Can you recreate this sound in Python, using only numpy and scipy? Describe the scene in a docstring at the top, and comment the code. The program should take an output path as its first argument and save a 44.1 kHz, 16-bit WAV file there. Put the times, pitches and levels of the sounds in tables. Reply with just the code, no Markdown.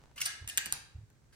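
"""Fur rustles faintly on a cushion over the low rumble of a quiet living room: a little to the right,
a dog is gnawing a plastic hanger. Its teeth scrape in short stick-slip crunches, then slip off in sharp
clacks that excite the hanger's modes. Its paws and the shifting hanger thump softly on the cushion.
The furniture returns early reflections, and the room a short diffuse reverberation."""
import sys
import numpy as np
from scipy import signal
from scipy.fft import rfft, irfft, next_fast_len
from scipy.io import wavfile
from scipy.ndimage import map_coordinates

SR = 44100
rng = np.random.default_rng(int(sys.argv[2]) if len(sys.argv) > 2 else 0)


def master(y):
    """Save y as 16-bit WAV."""
    cut = np.clip(np.atleast_2d(y).T, -1, 1)
    pcm = np.round(cut * 32767)  # scale
    wavfile.write(sys.argv[1], SR, pcm.astype(np.int16))


N = 59535

BACKGROUND_SPECTRUM = [(20, -31), (45, -3), (75, -0.5), (120, -2.5), (200, -16), (400, -17.5), (800, -28),
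                       (1600, -26), (3000, -34), (8000, -32), (11000, -43.5), (16000, -43)]  # the room's steady noise: f/Hz, level/dB
FUR_SPECTRUM = [(100, 3.5), (400, -5.5), (900, -5.5), (2000, -14.5), (6000, -20.5), (15000, -40)]  # rubbing on the cushion: f/Hz, level/dB
FIDGETING = [(0, 8), (.13, 3.5), (.4, 5.5), (.75, 3.5), (.95, 3.5), (1.08, -11.5), (1.24, -6.5), (1.35, -1)]  # course of that rubbing: t/s, level/dB
# Teeth scraping: t/s, level/dB, rise/s, hold/s, fade/s, treble before weighting/dB, left lag/s, room/dB,
# hollow f/Hz, hollow lift/dB, hanger ring/dB, squeak f/Hz, ping f/Hz, ping lift/dB
TOOTH_SCRAPES = [(0.157, -55.5, 0.0036, 0.014, 0.004, -6, -.00005, 8, 2900, 4.5, -11, 1410, 1150, 6),
                 (0.1749, -41, 0.0042, 0.0026, 0.0044, -11, -.00005, 8.5, 2920, 15.5, -14.5, 1460, 1230, 6.5),
                 (0.202, -38, 0.0014, 0.0047, 0.0022, -2, -.00005, -2.5, 3297, 3.5, -23, 6200, 1450, 8),
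                 (0.21, -27.5, 0.005, 0.0042, 0.004, 3, -.00005, 3, 2804, 16.5, -27, 6240, 2170, 9.5),
                 (0.253, -28.5, 0.003, 0.0041, 0.0096, -6, .00022, 1.5, 4800, 12.5, -9, 8460, 3360, 5.5),
                 (0.481, -41.5, 0.0041, 0.015, 0.0031, 1, .00022, 5, 2845, 13.5, -12.5, 8890, 1950, 0),
                 (1.32, -65, 0.0067, 0.0072, 0.018, -11, -.00005, 8, 1630, 14, -18.5, 790, 4700, 8.5)]
SCRAPE_SPECTRUM = [(150, -28), (600, -25), (1000, -12), (1600, -9), (2200, -5), (2700, -7), (3600, -6.5),
                   (4800, -4), (7000, -2.5), (8900, 4), (10500, 2), (11800, -13), (13500, 0),
                   (16000, -22.5)]  # friction of tooth on plastic: f/Hz, level/dB
HANGER_MODES = [(835, -14.5, 0.04), (1280, -15.5, 0.056), (1592, 0, 0.057), (1674, -1, 0.105),
                (1798, -1, 0.057), (1893, 0, 0.058), (2096, -4, 0.048), (2387, 7, 0.013), (2910, 2, 0.025),
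                (3330, -3.5, 0.025), (3940, -17.5, 0.017), (4594, 0, 0.046), (5920, -2, 0.02),
                (8240, 0, 0.019)]  # free vibrations of the hanger: f/Hz, level/dB, T60/s
CUSHION_BLOWS = [(0.202, -53.5, 153), (0.238, -59, 89.5), (0.409, -39, 84.6), (0.435, -43.5, 96.7),
                 (0.46, -44.5, 69), (0.946, -36.5, 81.1), (0.975, -40, 98), (1.003, -46.5, 101),
                 (1.023, -45, 106)]  # soft blows on the cushion: t/s, level/dB, f/Hz
# Teeth snapping off: t/s, level/dB, slip time/s, tick f/Hz, hanger ring/dB, knock/dB, knock f/Hz,
# hollow f/Hz, hollow lift/dB, presence lift/dB, mode frequency ratio, ping f/Hz, ping lift/dB
TOOTH_SNAPS = [(0.4768, -14, 0.001, 9240, -4, -20.5, 701, 2790, 13.5, 1, 1.1, 2750, 7),
               (0.4983, -15, 0.00112, 8200, -13.5, -28.5, 796, 2856, 23, 5, 1.01, 2730, 7.5),
               (0.5749, 1, 0.000087, 7650, -2.5, -24.5, 860, 2386, 5, -12, 1, 4600, 5.5),
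               (.5800, -2, 0.00051, 9010, -9.5, -24.5, 1010, 3055, 13.5, 11, 1, 5400, -0.5),
               (0.6596, -12, 0.0013, 8840, 1, -20, 850, 2850, 3, -7.5, 1, 7300, 2),
               (0.6647, -18, 0.00064, 7600, -2, -5, 261, 2840, 7, -5.5, 0.97, 3950, 1.5),
               (0.7250, -1, 0.00064, 9830, -13.5, -19, 850, 4800, -0.5, 3.5, .95, 3880, 8),
               (0.7382, -20.5, 0.0014, 9450, -12.5, -8.5, 201, 4300, 18, 10.5, 1.15, 5100, 5.5),
               (1.1023, -46, 0.0005, 7760, 4.5, 6, 523, 986, -4, 2, 0.93, 4410, 4)]
SNAP_SPECTRUM = [(200, -47.5), (650, -27), (1500, -5), (3000, -3.5), (5000, -6), (7000, 0.5), (10500, -2.5),
                 (11800, -7.5), (13500, 0.5), (16000, -18.5)]  # a tooth's bright tick: f/Hz, level/dB
KNOCK_SPECTRUM = [(60, -1), (150, 4), (300, 2.5), (550, 1), (850, 5), (1300, -13.5), (4000, -46)]  # the dull knock under it: f/Hz, level/dB
REVERB_TIME = [(100, 0.11), (500, 0.36), (1500, 0.55), (4000, 0.49), (9000, 0.35), (15000, 0.26)]  # decay of the room: f/Hz, T60/s
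REVERB_SPECTRUM = [(100, 17), (600, 1), (1700, -0.5), (4500, 1.5), (9000, -9.5), (15000, -10)]  # colour of the reverberation: f/Hz, level/dB
COHERENCE = [(100, 0.45), (300, 0.55), (700, 0.35), (2000, 0.018), (6000, 0.05)]  # likeness of left and right in the diffuse field: f/Hz, correlation

LEFT_LAG_S = 0.0002198  # sound from the right reaches the left microphone later


def amp(db):
    """Amplitude ratio of a level in decibels."""
    return 10 ** (np.asarray(db) / 20)


def unit(x):
    """Normalisation to rms 1."""
    return x / np.sqrt(np.mean(x ** 2) + 1e-20)


def along(points, hz):
    """Interpolation of (f/Hz, value) points on a logarithmic frequency axis."""
    f, v = np.transpose(points)
    return np.interp(np.log(hz + 1), np.log(f + 1), v)


def filtered(x, response):
    """Linear filtering: the spectrum of x times a complex frequency response."""
    n = x.shape[-1]
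    m = next_fast_len(n + 8192)
    return irfft(rfft(x, m) * response(np.fft.rfftfreq(m, 1 / SR)), m)[..., :n]


def coloured(x, curve, size=4096):
    """Minimum-phase filtering: folding the cepstrum of a dB curve gives a causal response."""
    cepstrum = irfft(np.log(amp(curve(np.fft.rfftfreq(size, 1 / SR))) + 1e-6))
    cepstrum[1:size // 2] *= 2
    cepstrum[size // 2 + 1:] = 0
    return signal.fftconvolve(x, irfft(np.exp(rfft(cepstrum))))[:len(x)]


def resonance(hz, centre_hz, lift_db, width=0.15):
    """A resonance peak in dB, bell-shaped in log frequency, of the given relative half width."""
    return lift_db / (1 + (np.log((hz + 1) / centre_hz) / width) ** 2)


def add(track, s, x):
    """Superposition of x on the track from time s."""
    part = track[..., max(0, round(s * SR)):]
    part[..., :x.shape[-1]] += x[..., :part.shape[-1]]


def diffuse(size):
    """Noise of a diffuse field: partly coherent at two points in the bass, unrelated in the treble."""
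    angle = lambda hz: np.arccos(np.clip(along(COHERENCE, hz), -1, 1)) / 2
    weights = lambda hz: np.array([np.cos(angle(hz)), np.sin(angle(hz))])
    mid, side = filtered(rng.standard_normal((2, size)), weights)
    return np.array([mid + side, mid - side])


def diffuse_noise(spectrum):
    """Diffuse noise filtered to a given spectral shape, at rms 1."""
    return unit(filtered(diffuse(N), lambda hz: amp(along(spectrum, hz))))


def background(level_db=-64.5):
    """Stationary noise: the room's low rumble, slightly stronger on the right."""
    return amp(level_db) * diffuse_noise(BACKGROUND_SPECTRUM) * amp([[-.8], [.8]])


def fur(base_db=-73, flutter_hz=70, flutter_db=2, snags_per_s=45, snag_db=-2.5):
    """Friction noise: fur and cloth rub unevenly and snag now and then as the dog fidgets."""
    t = np.arange(N) / SR
    flutter = map_coordinates(rng.standard_normal(N // 100), [t * flutter_hz], mode="mirror")
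    snags = (rng.random(N) < snags_per_s / SR) * rng.uniform(-1, 1, N)
    snags = unit(coloured(snags, lambda hz: along(FUR_SPECTRUM, hz)))
    rubbing = diffuse_noise(FUR_SPECTRUM) * amp(flutter_db * flutter)
    return amp(base_db + np.interp(t, *np.transpose(FIDGETING))) * (rubbing + amp(snag_db) * snags)


def scrapes(slips_per_s=2200, squeak_db=4, echo_trim_db=-5):
    """Stick-slip friction: dense tiny slips of the teeth swell, fade and drive the hanger's modes."""
    out, t = np.zeros((2, N)), np.arange(SR * 3 // 4) / SR
    for (s, db, rise_s, hold_s, fade_s, treble_db, lag_s, room_db,
         hollow_hz, hollow_db, ring_db, squeak_hz, ping_hz, ping_db) in TOOTH_SCRAPES:
        slips = (rng.random(len(t)) < slips_per_s / SR) * rng.choice([-1, 1], len(t))
        slips = slips + 0.19 * rng.standard_normal(len(t))
        press = np.minimum(t / rise_s, 1) ** 2 * np.exp(-np.maximum(t - rise_s - hold_s, 0) / fade_s)
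        force = slips * press
        grit = coloured(force, lambda hz: along(SCRAPE_SPECTRUM, hz)
                        + resonance(hz, squeak_hz, squeak_db)  # the tooth chatters in this band
                        + treble_db * along([(2800, 0.26), (5000, 0.8)], hz))
        contact = jaws(grit, hollow_hz, hollow_db, ping_hz, ping_db)
        ring = signal.fftconvolve(force, hanger_ring(t))[:len(t)]
        rub, to_room = np.linalg.norm(press) * (contact + amp(ring_db) * ring / np.linalg.norm(ring))
        near = direct_path(rub, lag_s) + amp(echo_trim_db) * furniture(rub)
        add(out, s, amp(db) * (near + amp(room_db) * room(to_room)))
    return out


def jaws(x, hollow_hz, hollow_db, ping_hz, ping_db, room_share=0.13):
    """Two resonances colour a contact: the gripped plastic's ping, the hollow between it and the jaws."""
    pinged = coloured(x, lambda hz: resonance(hz, ping_hz, ping_db, width=0.036))
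    direct = coloured(pinged, lambda hz: resonance(hz, hollow_hz, hollow_db))
    to_room = coloured(pinged, lambda hz: resonance(hz, hollow_hz, room_share * hollow_db))
    return np.array([direct, to_room]) / np.linalg.norm(direct)


def hanger_ring(t, tuning=1):
    """Impulse response of energy 1: damped modes of alternating sign, their pitch shifted by the grip."""
    ring = np.zeros(len(t))
    for k, (hz, db, t60) in enumerate(HANGER_MODES):
        envelope = amp(db + rng.normal(0, 1)) * np.exp(-np.log(1000) * t / t60)
        ring += (-1) ** k * envelope * np.cos(2 * np.pi * hz * tuning * t)
    return ring / np.linalg.norm(ring)


def direct_path(x, lag_s=LEFT_LAG_S):
    """Path difference: the left microphone receives the wave lag_s after the right."""
    return filtered(x, lambda hz: np.exp(-2j * np.pi * hz * np.array([[lag_s], [0]])))


def furniture(x, delay_s=0.0099, spread_s=0.0035, level_db=-14.5):
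    """Scattering: furniture behind the dog returns a cluster of early reflections."""
    t = np.arange(SR // 20) / SR
    cluster = rng.standard_normal(len(t)) * np.exp(-((t - delay_s) / spread_s) ** 2 / 2)
    echoes = signal.fftconvolve(x, cluster / np.linalg.norm(cluster))[:len(x)]
    return amp(level_db) * direct_path(echoes)


def room(x, build_s=0.00072):
    """Reverberation: a fresh diffuse tail decays exponentially, lasting longest in the midrange."""
    hz, t, bands = signal.stft(diffuse(len(x)), SR, nperseg=256)
    decay = amp(-60 * t / along(REVERB_TIME, hz)[:, None])
    tail = signal.istft(bands * decay, SR, nperseg=256)[1]
    tail *= 1 - np.exp(-(np.arange(tail.shape[1]) / SR / build_s) ** 2)
    source = coloured(x, lambda f: along(REVERB_SPECTRUM, f))
    return signal.fftconvolve(source[None], tail / np.linalg.norm(tail[0]), axes=1)[:, :len(x)]


def thumps(rise_s=0.015, fade_s=0.0072):
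    """Heavy damping: a blow of paw or hanger on the cushion swings for only a few low cycles."""
    out, t = np.zeros(N), np.arange(SR // 2) / SR
    for s, db, hz in CUSHION_BLOWS:
        swell = np.minimum(t / rise_s, 1) * np.exp(-np.maximum(t - rise_s, 0) / fade_s)
        add(out, s, amp(db) * swell * np.sin(2 * np.pi * hz * t))
    return out * amp([[-1.2], [1.2]])


def clacks(lead_s=0.005, roughness=0.3, tick_db=8.5, tick_width_hz=1260):
    """Impulsive excitation: a tooth slips ever harder and snaps off with a tick, a ring and a knock."""
    snap_room_db, body_room_db, body_direct_db = -3.5, -7.5, -6.5
    presence_hz = 4800  # the band that a hard, square bite brings out
    out, t = np.zeros((2, N)), np.arange(SR * 3 // 4) / SR
    lead = round(lead_s * SR)
    for (s, db, slip_s, tick_hz, ring_db, knock_db, knock_hz,
         hollow_hz, hollow_db, presence_db, tuning, ping_hz, ping_db) in TOOTH_SNAPS:
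        force = roughness * rng.standard_normal(len(t)) * np.exp(-np.abs(t - t[lead]) / slip_s)
        force[lead] += 1  # the instant of release
        tick = coloured(force, lambda hz: along(SNAP_SPECTRUM, hz)
                        + resonance(hz, presence_hz, presence_db, width=0.38)
                        + tick_db / (1 + ((hz - tick_hz) / tick_width_hz) ** 2))
        snap, to_room = jaws(tick, hollow_hz, hollow_db, ping_hz, ping_db)
        knock = coloured(1. * (t == 0), lambda hz: along(KNOCK_SPECTRUM, hz)
                         + resonance(hz, knock_hz, lift_db=6.5))
        body = amp(ring_db) * hanger_ring(t, tuning) + amp(knock_db) * knock / np.linalg.norm(knock)
        body = np.pad(body, (lead, 0))[:len(t)]
        direct = direct_path(snap) + amp(body_direct_db) * direct_path(body, lag_s=.00007)
        echoes = furniture(snap + body)
        reverb = room(amp(snap_room_db) * to_room + amp(body_room_db) * body)
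        add(out, s - lead_s, amp(db) * (direct + echoes + reverb))
    return out


def scene():
    """Superposition of the gnawing dog and the room's low background."""
    return clacks() + scrapes() + thumps() + fur() + background()


def record(dry, top_hz=16600):
    """Band limiting: the recorder cuts off steeply above top_hz."""
    return filtered(dry, lambda hz: 1 / (1 + (hz / top_hz) ** 120))


dry = scene()
out = record(dry)
master(out)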